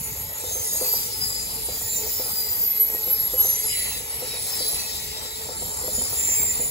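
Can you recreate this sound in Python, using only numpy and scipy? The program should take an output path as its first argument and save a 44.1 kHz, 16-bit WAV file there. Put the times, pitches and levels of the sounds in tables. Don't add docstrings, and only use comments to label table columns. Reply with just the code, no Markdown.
import sys
import numpy as np
from scipy import signal
from scipy.fft import rfft, irfft
from scipy.io import wavfile
from scipy.ndimage import uniform_filter1d

SR = 44100
rng = np.random.default_rng(int(sys.argv[2]) if len(sys.argv) > 2 else 0)


def to_wav(s):
    ch = np.atleast_2d(s).T
    pcm = np.round(np.clip(ch, -1, 1) * 32767)
    wavfile.write(sys.argv[1], SR, pcm.astype(np.int16))


N = 295470
TIME = np.arange(N) / SR
HZ = np.maximum(np.arange(N // 2 + 1) * SR / N, 1)

# [rest pitch f/Hz, wheel nearest t/s, loudest t/s, rise t/s, fall t/s, level/dB]
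SQUEAL_BURSTS = [ (6681, 0.84, .02, .05, 0.56, -41), (10308, 0.16, 0.052, 0.077, .07, -37),
                 (11152, 2.5, 0.28, 0.74, .5, -38), (12200, 2, .32, .04, .09, -38),
                 (9098, 1.8, 0.62, 0.22, 0.22, -38), (6320, 0.7, .55, .13, 0.17, -35.5),
                 (8560, 0.8, .62, .2, 0.51, -33.5), (12600, 1.12, .66, .2, .14, -35),
                 (6660, 0.84, .72, .08, 0.15, -32.5), (12400, 0.9, 0.745, .04, 0.081, -24.5),
                 (4600, 0.85, .84, .07, .14, -40), (6900, 3.5, .86, .2, .16, -38.5),
                 (12275, 0.9, .92, .09, .1, -24.5), (4860, 1.02, .95, .35, .3, -41),
                 (5790, 1.26, .96, .03, .12, -34), (4230, .9, .88, .1, .05, -40),
                 (9901, 2.08, 1.1, .15, .5, -41), (9098, 1.32, 1.22, .17, .37, -37),
                 (4916, 1.46, 1.23, .03, .12, -27), (4916, 1.46, 1.34, .1, .11, -32),
                 (6960, 4, 1.3, .1, 0.36, -37), (10800, 1.58, 1.3, .2, 0.39, -37.5),
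                 (10970, 2.5, 1.3, 0.66, 0.85, -40.5), (4916, 1.46, 1.56, .1, .1, -42),
                 (4870, 1.6, 1.72, .07, .18, -41), (9080, 2.5, 1.6, 0.15, 0.18, -33.5),
                 (6955, 3.9, 1.97, .1, 0.036, -26.5), (7400, -0.7, 1.97, 0.28, .2, -32.5),
                 (14550, 2.53, 2.15, .4, .2, -31), (5280, 2.5, 2.18, 0.05, 0.04, -35),
                 (14230, 2.15, 2.22, .14, 0.05, -31), (10950, 2.3, 2.25, .2, 0.35, -38),
                 (6947, 3.5, 2.2, .17, 0.28, -41.5), (4865, 2.5, 2.42, 0.4, 0.3, -39),
                 (14550, 2.53, 2.38, 0.07, .06, -27), (13628, 2, 2.55, .04, .1, -33),
                 (14550, 2.53, 2.5, .06, .08, -29), (13483, 2.54, 2.6, 0.17, .12, -34),
                 (14530, 2.53, 2.62, .05, 0.06, -21), (14470, 1.5, 2.4, .08, .12, -31),
                 (13678, 5.3, 3.0, .2, .9, -42), (8860, 6, 4.1, 0.044, 0.14, -33),
                 (2940, 3.5, 3.4, .06, .09, -44), (6160, 3.55, 3.475, .05, 0.13, -28),
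                 (6070, 3.55, 3.56, 0.09, 0.05, -30), (7150, 3.5, 3.45, .25, .15, -37),
                 (2940, 3.7, 3.74, .05, .07, -39), (4040, 3.5, 3.42, .05, .08, -41),
                 (4580, 3.9, 3.8, .08, .08, -43), (2640, 3.95, 3.95, .06, .05, -44),
                 (4930, 4, 3.71, .06, 0.05, -36), (8160, 3.5, 3.72, .4, .12, -40),
                 (6947, 3.9, 3.76, .2, 0.12, -36), (3990, 3.7, 3.77, .06, .1, -35),
                 (3930, 3.9, 3.98, .07, .04, -41), (2040, 3.8, 3.78, 0.12, 0.2, -44),
                 (2200, 3.8, 3.74, .1, .15, -46), (2130, 3.9, 3.9, .12, .1, -47),
                 (3930, 3.9, 3.84, .1, .15, -43), (8940, 4.5, 4.4, .065, .12, -36),
                 (3800, 4.5, 4.33, 0.091, 0.09, -40), (9000, 5.5, 4.32, 0.51, 0.76, -40.5),
                 (10950, 4.65, 4.25, 0.4, 0.3, -37), (10950, 4.65, 4.7, .16, .12, -27),
                 (5130, 4.9, 4.54, .08, .16, -37), (5100, 4.6, 4.33, .06, .08, -41),
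                 (2590, 4.85, 4.8, .1, .12, -47), (12500, 4.8, 4.7, 0.12, .11, -40),
                 (15379, 4.5, 4.7, .07, .13, -37), (14100, 5.04, 4.7, 0.06, .09, -28),
                 (4030, 4.6, 4.67, .09, .1, -35), (4442, 4.88, 4.63, .06, .06, -33),
                 (4460, 4.88, 4.78, .08, .07, -34), (10500, 5, 4.4, .06, .22, -36),
                 (3840, 5.1, 5.02, .07, .07, -42), (3930, 5.2, 5.2, .15, .35, -42),
                 (3950, 4.8, 4.8, .15, .2, -40), (6800, 6.5, 5.96, .06, .12, -37),
                 (9848, 5, 5.75, .45, 0.23, -34.5), (7070, 6.5, 5.9, .9, 0.5, -38),
                 (9848, 5, 5.98, .07, 0.12, -25), (13038, 8, 6.9, .5, .3, -40),
                 (9848, 4.5, 6.14, .06, .02, -28), (9780, 4.98, 6.2, .42, 0.22, -31),
                 (14318, 5, 6.3, .15, .3, -38), (7130, 6.5, 6.31, 0.16, 0.061, -24),
                 (6380, 6.76, 6.32, .13, .13, -37), (13038, 6.44, 6.34, .12, 0.45, -33),
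                 (9710, 5.5, 6.375, .06, .015, -27), (15282, 6.6, 6.4, .2, .17, -34),
                 (14318, 6, 6.42, .03, .055, -19), (14500, 6.4, 6.42, .2, .05, -30),
                 (7150, 6.5, 6.48, 0.14, .08, -28.5), (7795, 3.5, 6.4, 0.2, 0.3, -32),
                 (9710, 5, 6.5, 0.056, .12, -31), (14303, 7.28, 6.62, .17, .2, -36),
                 (7130, 6.5, 6.66, 0.13, .1, -35), (9880, 5, 6.68, .3, .1, -27.5)]
# [t/s, level/dB]
LONG_SQUEAL_LEVEL = [(1.44, -42), (2.16, -36), (2.46, -33), (2.619, -27.5), (2.76, -28.5), (2.81, -17.5),
                     (2.88, -32), (2.98, -30.5), (3.14, -22), (3.24, -29), (3.32, -27), (3.4, -14.5),
                     (3.46, -31.5), (3.52, -19.5), (3.58, -30), (3.74, -29), (3.92, -39), (4.05, -46)]
# [f/Hz, share 0-1]
SQUEAL_ROUGHNESS = [(2000, 1), (4000, 0.2), (5000, 0.2), (11000, 0.5)]
# [f/Hz, relative level/dB]
SQUEAL_HALO = [(5000, -8), (9000, -5.5)]
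# [f/Hz, relative level/dB]
FAINT_LEVEL = [(1900, -21), (3000, -13), (4500, -10), (7000, -3), (11000, 1), (15600, -2.5)]
# [t/s, hiss level/dB, scrape level/dB]
FLANGE_LEVELS = [(0.0, -24, -45), (0.32, -33, -42.5), (0.5, -26, -39.5), (0.97, -23.5, -38),
                 (1.31, -25.5, -39), (1.57, -34, -36.5), (1.79, -26, -39), (2.39, -28.5, -36.5),
                 (2.67, -27.5, -43), (3.04, -30, -37.5), (3.4, -28.5, -39), (3.86, -24, -35),
                 (4.1, -31.5, -40), (4.58, -24, -32), (5.2, -31.5, -38), (5.67, -29.5, -39.5),
                 (6.05, -22.5, -36.5), (6.34, -25.5, -39), (6.7, -27, -37.5)]
# [f/Hz, relative density/dB per Hz]
HISS_SPECTRUM = [(4500, -20.5), (6000, -14), (7200, -2), (8200, -12.5), (10000, -1.5), (11500, -2.5),
                 (13000, -6), (14500, -1), (15200, -10.5), (16000, 3)]
# [f/Hz, relative density/dB per Hz]
SCRAPE_SPECTRUM = [(2400, -39), (3200, -5), (4000, 0), (4500, -1.5), (5500, 2), (6300, -14.5), (7000, -4),
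                   (9000, -2)]
# [t/s, level/dB]
TREAD_LEVEL = [(0, -47.5), (.8, -48), (1.7, -47.5), (2.4, -46), (3.4, -47), (3.82, -40), (4.02, -46),
               (4.3, -43.5), (5.08, -44.5), (5.4, -48.5), (5.86, -50.5), (6.05, -49), (6.34, -40),
               (6.7, -48)]
# [f/Hz, relative density/dB per Hz]
GRIND_SPECTRUM = [(1100, -28.5), (1650, -13), (1950, 0.5), (2200, -1.5), (2600, -2), (3000, -5.5),
                  (3500, -8.5), (4500, -76)]
# [t/s, relative level/dB, pitch that rings most f/Hz, relative thud level/dB]
AXLE_CLACKS = [(0.437, -32, 614, 3), (0.553, -34.5, 560, -1), (0.81, -25.5, 510, 1),
               (0.934, -29.5, 760, -0.5), (1.684, -29, 540, -2), (1.81, -33, 950, 10),
               (2.061, -33.5, 616, 0), (2.194, -29.5, 526, 0), (2.944, -30, 553, 0),
               (3.072, -33.5, 524, -9), (3.333, -28, 530, -14), (3.446, -30.5, 590, -18),
               (4.218, -31, 554, 5), (4.334, -35, 630, -2.5), (4.601, -31, 560, 5), (4.729, -34, 656, 7),
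               (5.486, -31.5, 690, 6), (5.619, -31.5, 620, -8), (5.832, -35, 500, 3), (5.877, -27, 560, 2),
               (5.976, -31.5, 527, 16), (6.013, -30, 860, 5), (6.128, -31, 850, -8), (6.286, -35, 654, 2),
               (6.432, -33.5, 800, 12), (6.593, -34, 607, 10)]
# [f/Hz, relative level/dB, t60/s]
JOINT_MODES = [(102, -10, 0.03), (249.3, -14, 0.06), (335, -14, 0.04), (420.4, -10, 0.1), (505, 2, 0.12),
               (620, 2, 0.035), (760, 0, 0.03), (930, -5, 0.06), (1150, -12, 0.036), (1330, -12, 0.08)]
# [f/Hz, -6 dB width f/Hz, relative level/dB]
RAIL_RESONANCES = [(436, 24, 3), (454, 158, -5.5), (877.5, 61, -2), (1325, 27.5, -6), (1760, 650, -17)]
# [f/Hz, relative density/dB per Hz]
ROLLING_SPECTRUM = [(150, -17.5), (300, -12), (600, -3), (1000, -5.5), (1500, -12.5), (2500, -73)]
# [t/s, level/dB]
CAR_LEVEL = [(0, -40), (.4, -48), (1.0, -44.5), (1.3, -41), (2.0, -44), (2.5, -46.5), (3.5, -44),
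             (4.4, -45.5), (5.2, -46.5), (6.05, -43), (6.7, -42)]
# [f/Hz, relative density/dB per Hz]
RUMBLE_SPECTRUM = [(15, -50), (25, -46), (35, -10), (55, 2.5), (90, -0.5), (150, -6), (250, -10),
                   (320, -16.5), (400, -22)]
# [t/s, peak level/dB, f/Hz]
CAR_BUMPS = [(.005, -32.5, 162), (0.113, -32, 121), (.205, -33.5, 111), (.235, -36, 110), (.468, -36, 79.5),
             (0.594, -35, 96), (1.837, -33, 90), (3.225, -35, 94), (5.925, -35, 62), (5.976, -31, 227),
             (6.024, -34, 74.5), (6.1, -32, 85), (6.396, -31.5, 220), (6.59, -29, 197)]
# [f/Hz, share 0-1]
STEREO_LIKENESS = [(30, 1), (150, 0.71), (700, 0.74), (1300, 0.82), (3000, 0.49), (6000, 1)]
# [f/Hz, level/dB]
LEFT_OVER_RIGHT = [(60, -0.5), (500, 3), (1500, 3), (2200, 0), (4000, -1), (5000, 10), (6200, 0.5),
                   (6900, -0.5)]

SPEED_M_S, TRACK_M, SOUND_M_S = 16, 10, 343
MIC_GAP_S, AIM_RAD = 0.000488, 0.95
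LOW_LAG_S, CLACK_LAG_S = 0.00024, 0.000057
LONG_HZ, LONG_NEAREST_S = 11412, 3.48
BURST_DROP_DB = 12
BURST_ROUNDING = 1.48
HALO_SMOOTH_S = .25
STRAND_DB, STRAND_STEPS = 5, 7
LATER_S = .004
FOCUS_DB = 13
ROLLING_DB, AXLE_SWELL_DB, AXLE_SWELL_S = -48, 4.0, 0.086
BUMP_CYCLES = 2.8
TREBLE_FROM_HZ, IN_STEP_HZ, TURN_HZ = 5820, 15770, 4390
CUTOFF_HZ = 15750


def squeals():
    out = np.zeros((2, N))
    add_squeal(out, LONG_HZ, LONG_NEAREST_S, LONG_SQUEAL_LEVEL,
               rough=0.22, width_hz=30.0, flutter_db=1.5, halo_db=-5.0)
    steps = np.linspace(-1.6, 1.6, 17)
    drop_db = BURST_DROP_DB * np.abs(steps) ** BURST_ROUNDING
    for hz, nearest_s, top_s, rise_s, fall_s, db in SQUEAL_BURSTS:
        s = top_s + steps * np.where(steps < 0, rise_s, fall_s)
        add_squeal(out, hz, nearest_s, np.transpose([s, db - drop_db]), rough=at_hz(SQUEAL_ROUGHNESS, hz),
                   width_hz=49.0, flutter_db=1.83, halo_db=at_hz(SQUEAL_HALO, hz))
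    return out


def add_squeal(out, hz, nearest_s, level, rough, width_hz, flutter_db, halo_db):
    s, db = np.transpose(level)
    a, b = max(int((s[0] - .04) * SR), 0), min(int((s[-1] + .07) * SR), N)
    t = np.arange(a, b + 20, 20) / SR
    along_m = SPEED_M_S * (t - nearest_s)
    path_s = np.hypot(along_m, TRACK_M) / SOUND_M_S
    delay_s = np.interp(TIME[a:b], t, path_s)
    lag_s = MIC_GAP_S * np.sin(AIM_RAD + np.arctan2(along_m, TRACK_M))
    envelope_db = np.interp(t, [s[0] - .04, *s, s[-1] + .07], [db[0] - 24, *db, db[-1] - 18])
    grip = np.sqrt(1 - rough) + np.sqrt(rough / 2) * slow_complex(width_hz, len(t))
    if halo_db is not None:
        smooth_db = uniform_filter1d(envelope_db, int(HALO_SMOOTH_S * SR / 20), mode="nearest")
        grip = grip + amp(halo_db + smooth_db - envelope_db) * slow_complex(.022 * hz, len(t))
    flutter = flutter_db * slow(8.0, len(t))
    start_phase = np.exp(2j * np.pi * rng.random())
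    left = np.sqrt(2) * grip * amp(envelope_db + flutter) * start_phase
    right = left * np.exp(-2j * np.pi * hz * lag_s)
    tone = np.exp(2j * np.pi * hz * (TIME[a:b] - delay_s))
    out[0, a:b] += np.real(tone * np.interp(TIME[a:b], t, left))
    out[1, a:b] += np.real(tone * np.interp(TIME[a:b], t, right))


def faint_squeals(count):
    out = np.zeros((2, N))
    for start, pitch, ahead, length, size in rng.random((count, 5)):
        s, hz = start * (N / SR - .1), 1900 + 13700 * pitch ** 1.8
        db = at_hz(FAINT_LEVEL, hz) + 2.5 * size
        span_s = .07 + .2 * length ** 2
        level = [(s, db - 6.0), (s + span_s / 2, db), (s + span_s, db - 6.0)]
        add_squeal(out, hz, s + .9 * ahead - .25, level,
                   rough=1.0, width_hz=15.0, flutter_db=3.5, halo_db=None)
    return out


def rubbing(hiss, scrape):
    grind, = in_time(TREAD_LEVEL)
    grind_noise = noise(amp(at_hz(GRIND_SPECTRUM) - 60 * (HZ > 4500)), 1.5, 5, MIC_GAP_S)
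    scrape_noise = noise(amp(at_hz(SCRAPE_SPECTRUM) - 60 * (HZ > 9000)), 1.1, 5, MIC_GAP_S)
    hiss_noise = noise(amp(at_hz(HISS_SPECTRUM)), 1.3, 5, MIC_GAP_S)
    return strands(grind * grind_noise + scrape * scrape_noise) + hiss * hiss_noise


def strands(x):
    parts = signal.stft(x, nperseg=2048)[2]
    field = rms_one(uniform_filter1d(rng.standard_normal(parts.shape[1:]), STRAND_STEPS, axis=1))
    return signal.istft(parts * rms_one(amp(STRAND_DB * field)), nperseg=2048)[1][:, :N]


def clacks():
    s, axle_db, pitch_hz, thud_db = np.transpose(AXLE_CLACKS)
    at, out = (s * SR).astype(int), np.zeros(N)
    rattle_s = np.arange(int(.06 * SR)) / SR
    decay = np.exp(-rattle_s / .025)
    for k, (hz, mode_db, t60_s) in enumerate(JOINT_MODES):
        colour_db = thud_db if hz < 300 else -FOCUS_DB * np.log2(hz / pitch_hz) ** 2
        strength = amp(axle_db + mode_db - 4.0 + colour_db + rng.normal(0, 0.5, len(at)))
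        later = int(LATER_S * SR * max(np.log2(900 / hz), 0))
        drive = np.zeros(N + len(rattle_s))
        for i, g in zip(at + later, strength):
            drive[i:i + len(rattle_s)] += g * .03 * rng.standard_normal(len(rattle_s)) * decay
            drive[i] += g * 1.5 * (-1) ** k
        r, w = amp(-60 / (t60_s * SR)), 2 * np.pi * hz / SR
        out += signal.lfilter([0, np.sin(w)], [1, -2 * r * np.cos(w), r * r], drive[:N] + 1e-18)
    return np.array([out, lagged(out)])


def rolling():
    near = sum(np.exp(-((TIME[::100] - s) / AXLE_SWELL_S) ** 2) for s, *_ in AXLE_CLACKS)
    swell = np.tanh(np.interp(TIME, TIME[::100], near) / 2)
    rough_rail = noise(amp(at_hz(ROLLING_SPECTRUM) - 60 * (HZ > 2500)), 2.5, 3, LOW_LAG_S)
    return amp(ROLLING_DB + AXLE_SWELL_DB * swell) * (rough_rail + amp(2.0) * rail_hum())


def rail_hum():
    power = sum(amp(db) ** 2 / (1 + (2 * (HZ - hz) / width_hz) ** 2) ** 2
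                for hz, width_hz, db in RAIL_RESONANCES)
    return noise(np.sqrt(power), 2.0, 6, LOW_LAG_S)


def car_rumble():
    level, = in_time(CAR_LEVEL)
    return level * noise(amp(at_hz(RUMBLE_SPECTRUM) - 60 * (HZ > 400)), 1.5, 3, LOW_LAG_S)


def bumps():
    out = np.zeros(N + SR)
    for s, db, hz in CAR_BUMPS:
        turns = np.arange(int(BUMP_CYCLES / hz * SR)) * hz / SR
        swing = np.sin(2 * np.pi * turns) * np.sin(np.pi * turns / BUMP_CYCLES) ** 2
        out[int(s * SR):int(s * SR) + len(turns)] += amp(db) * swing
    return out[:N]


def noise(gain, patchy_db, count, lag_s):
    first, second = rfft(rng.standard_normal((2, N))) * gain
    alike = at_hz(STEREO_LIKENESS)
    common = alike * first * np.exp(-2j * np.pi * HZ * lag_s)
    pair = np.array([first, common + np.sqrt(1 - alike ** 2) * second])
    weight = np.cumsum(gain ** 2 / HZ)
    band = np.minimum(weight / weight[-1] * count, count - 1).astype(int)
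    together = drift(7.0)
    out = np.zeros((2, N))
    for k in range(count):
        flicker_db = patchy_db * (0.77 * together + drift(10.2))
        out += irfft(pair * (band == k), N) * amp(flicker_db)
    return rms_one(out)


def slow(rate_hz, size):
    r = np.exp(-40 * np.pi * rate_hz / SR)
    smooth = signal.lfilter([1], [1, -2 * r, r * r], rng.standard_normal(size + 1000))
    return smooth[1000:] * np.sqrt((1 - r * r) ** 3 / (1 + r * r))


def slow_complex(rate_hz, size):
    return slow(rate_hz, size) + 1j * slow(rate_hz, size)


def drift(rate_hz):
    return np.interp(np.arange(N) / 20, np.arange(N // 20 + 2), slow(rate_hz, N // 20 + 2))


def lagged(x):
    return irfft(rfft(x) * np.exp(-2j * np.pi * HZ * CLACK_LAG_S), N)


def in_time(rows):
    s, *columns = np.transpose(rows)
    return [amp(np.interp(TIME, s, c)) for c in columns]


def at_hz(points, hz=HZ):
    f, value = np.transpose(points)
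    return np.interp(np.log(hz), np.log(f), value)


def amp(db):
    return 10 ** (np.asarray(db) / 20)


def rms_one(x):
    return x / np.sqrt(np.mean(x ** 2) + 1e-20)


def scene():
    hiss, scrape = in_time(FLANGE_LEVELS)
    flange = np.sqrt(scrape ** 2 + hiss ** 2)
    wheels = squeals() + flange * amp(-17.0) * faint_squeals(count=800) + rubbing(hiss, scrape)
    return wheels + clacks() + rolling() + car_rumble() + bumps()


def record(dry):
    left, right = rfft(dry)
    share = 1 / (1 + (TREBLE_FROM_HZ / HZ) ** 16)
    turned = left * np.exp(2j * np.pi * (HZ - IN_STEP_HZ) / TURN_HZ)
    right = share * turned + np.sqrt(1 - share ** 2) * right
    lean = amp(at_hz(LEFT_OVER_RIGHT) / 2)
    both = irfft(np.array([left * lean, right / lean]), N)
    return signal.sosfilt(signal.ellip(14, .5, 70, CUTOFF_HZ, fs=SR, output="sos"), both)


dry = scene()
out = record(dry)
to_wav(out)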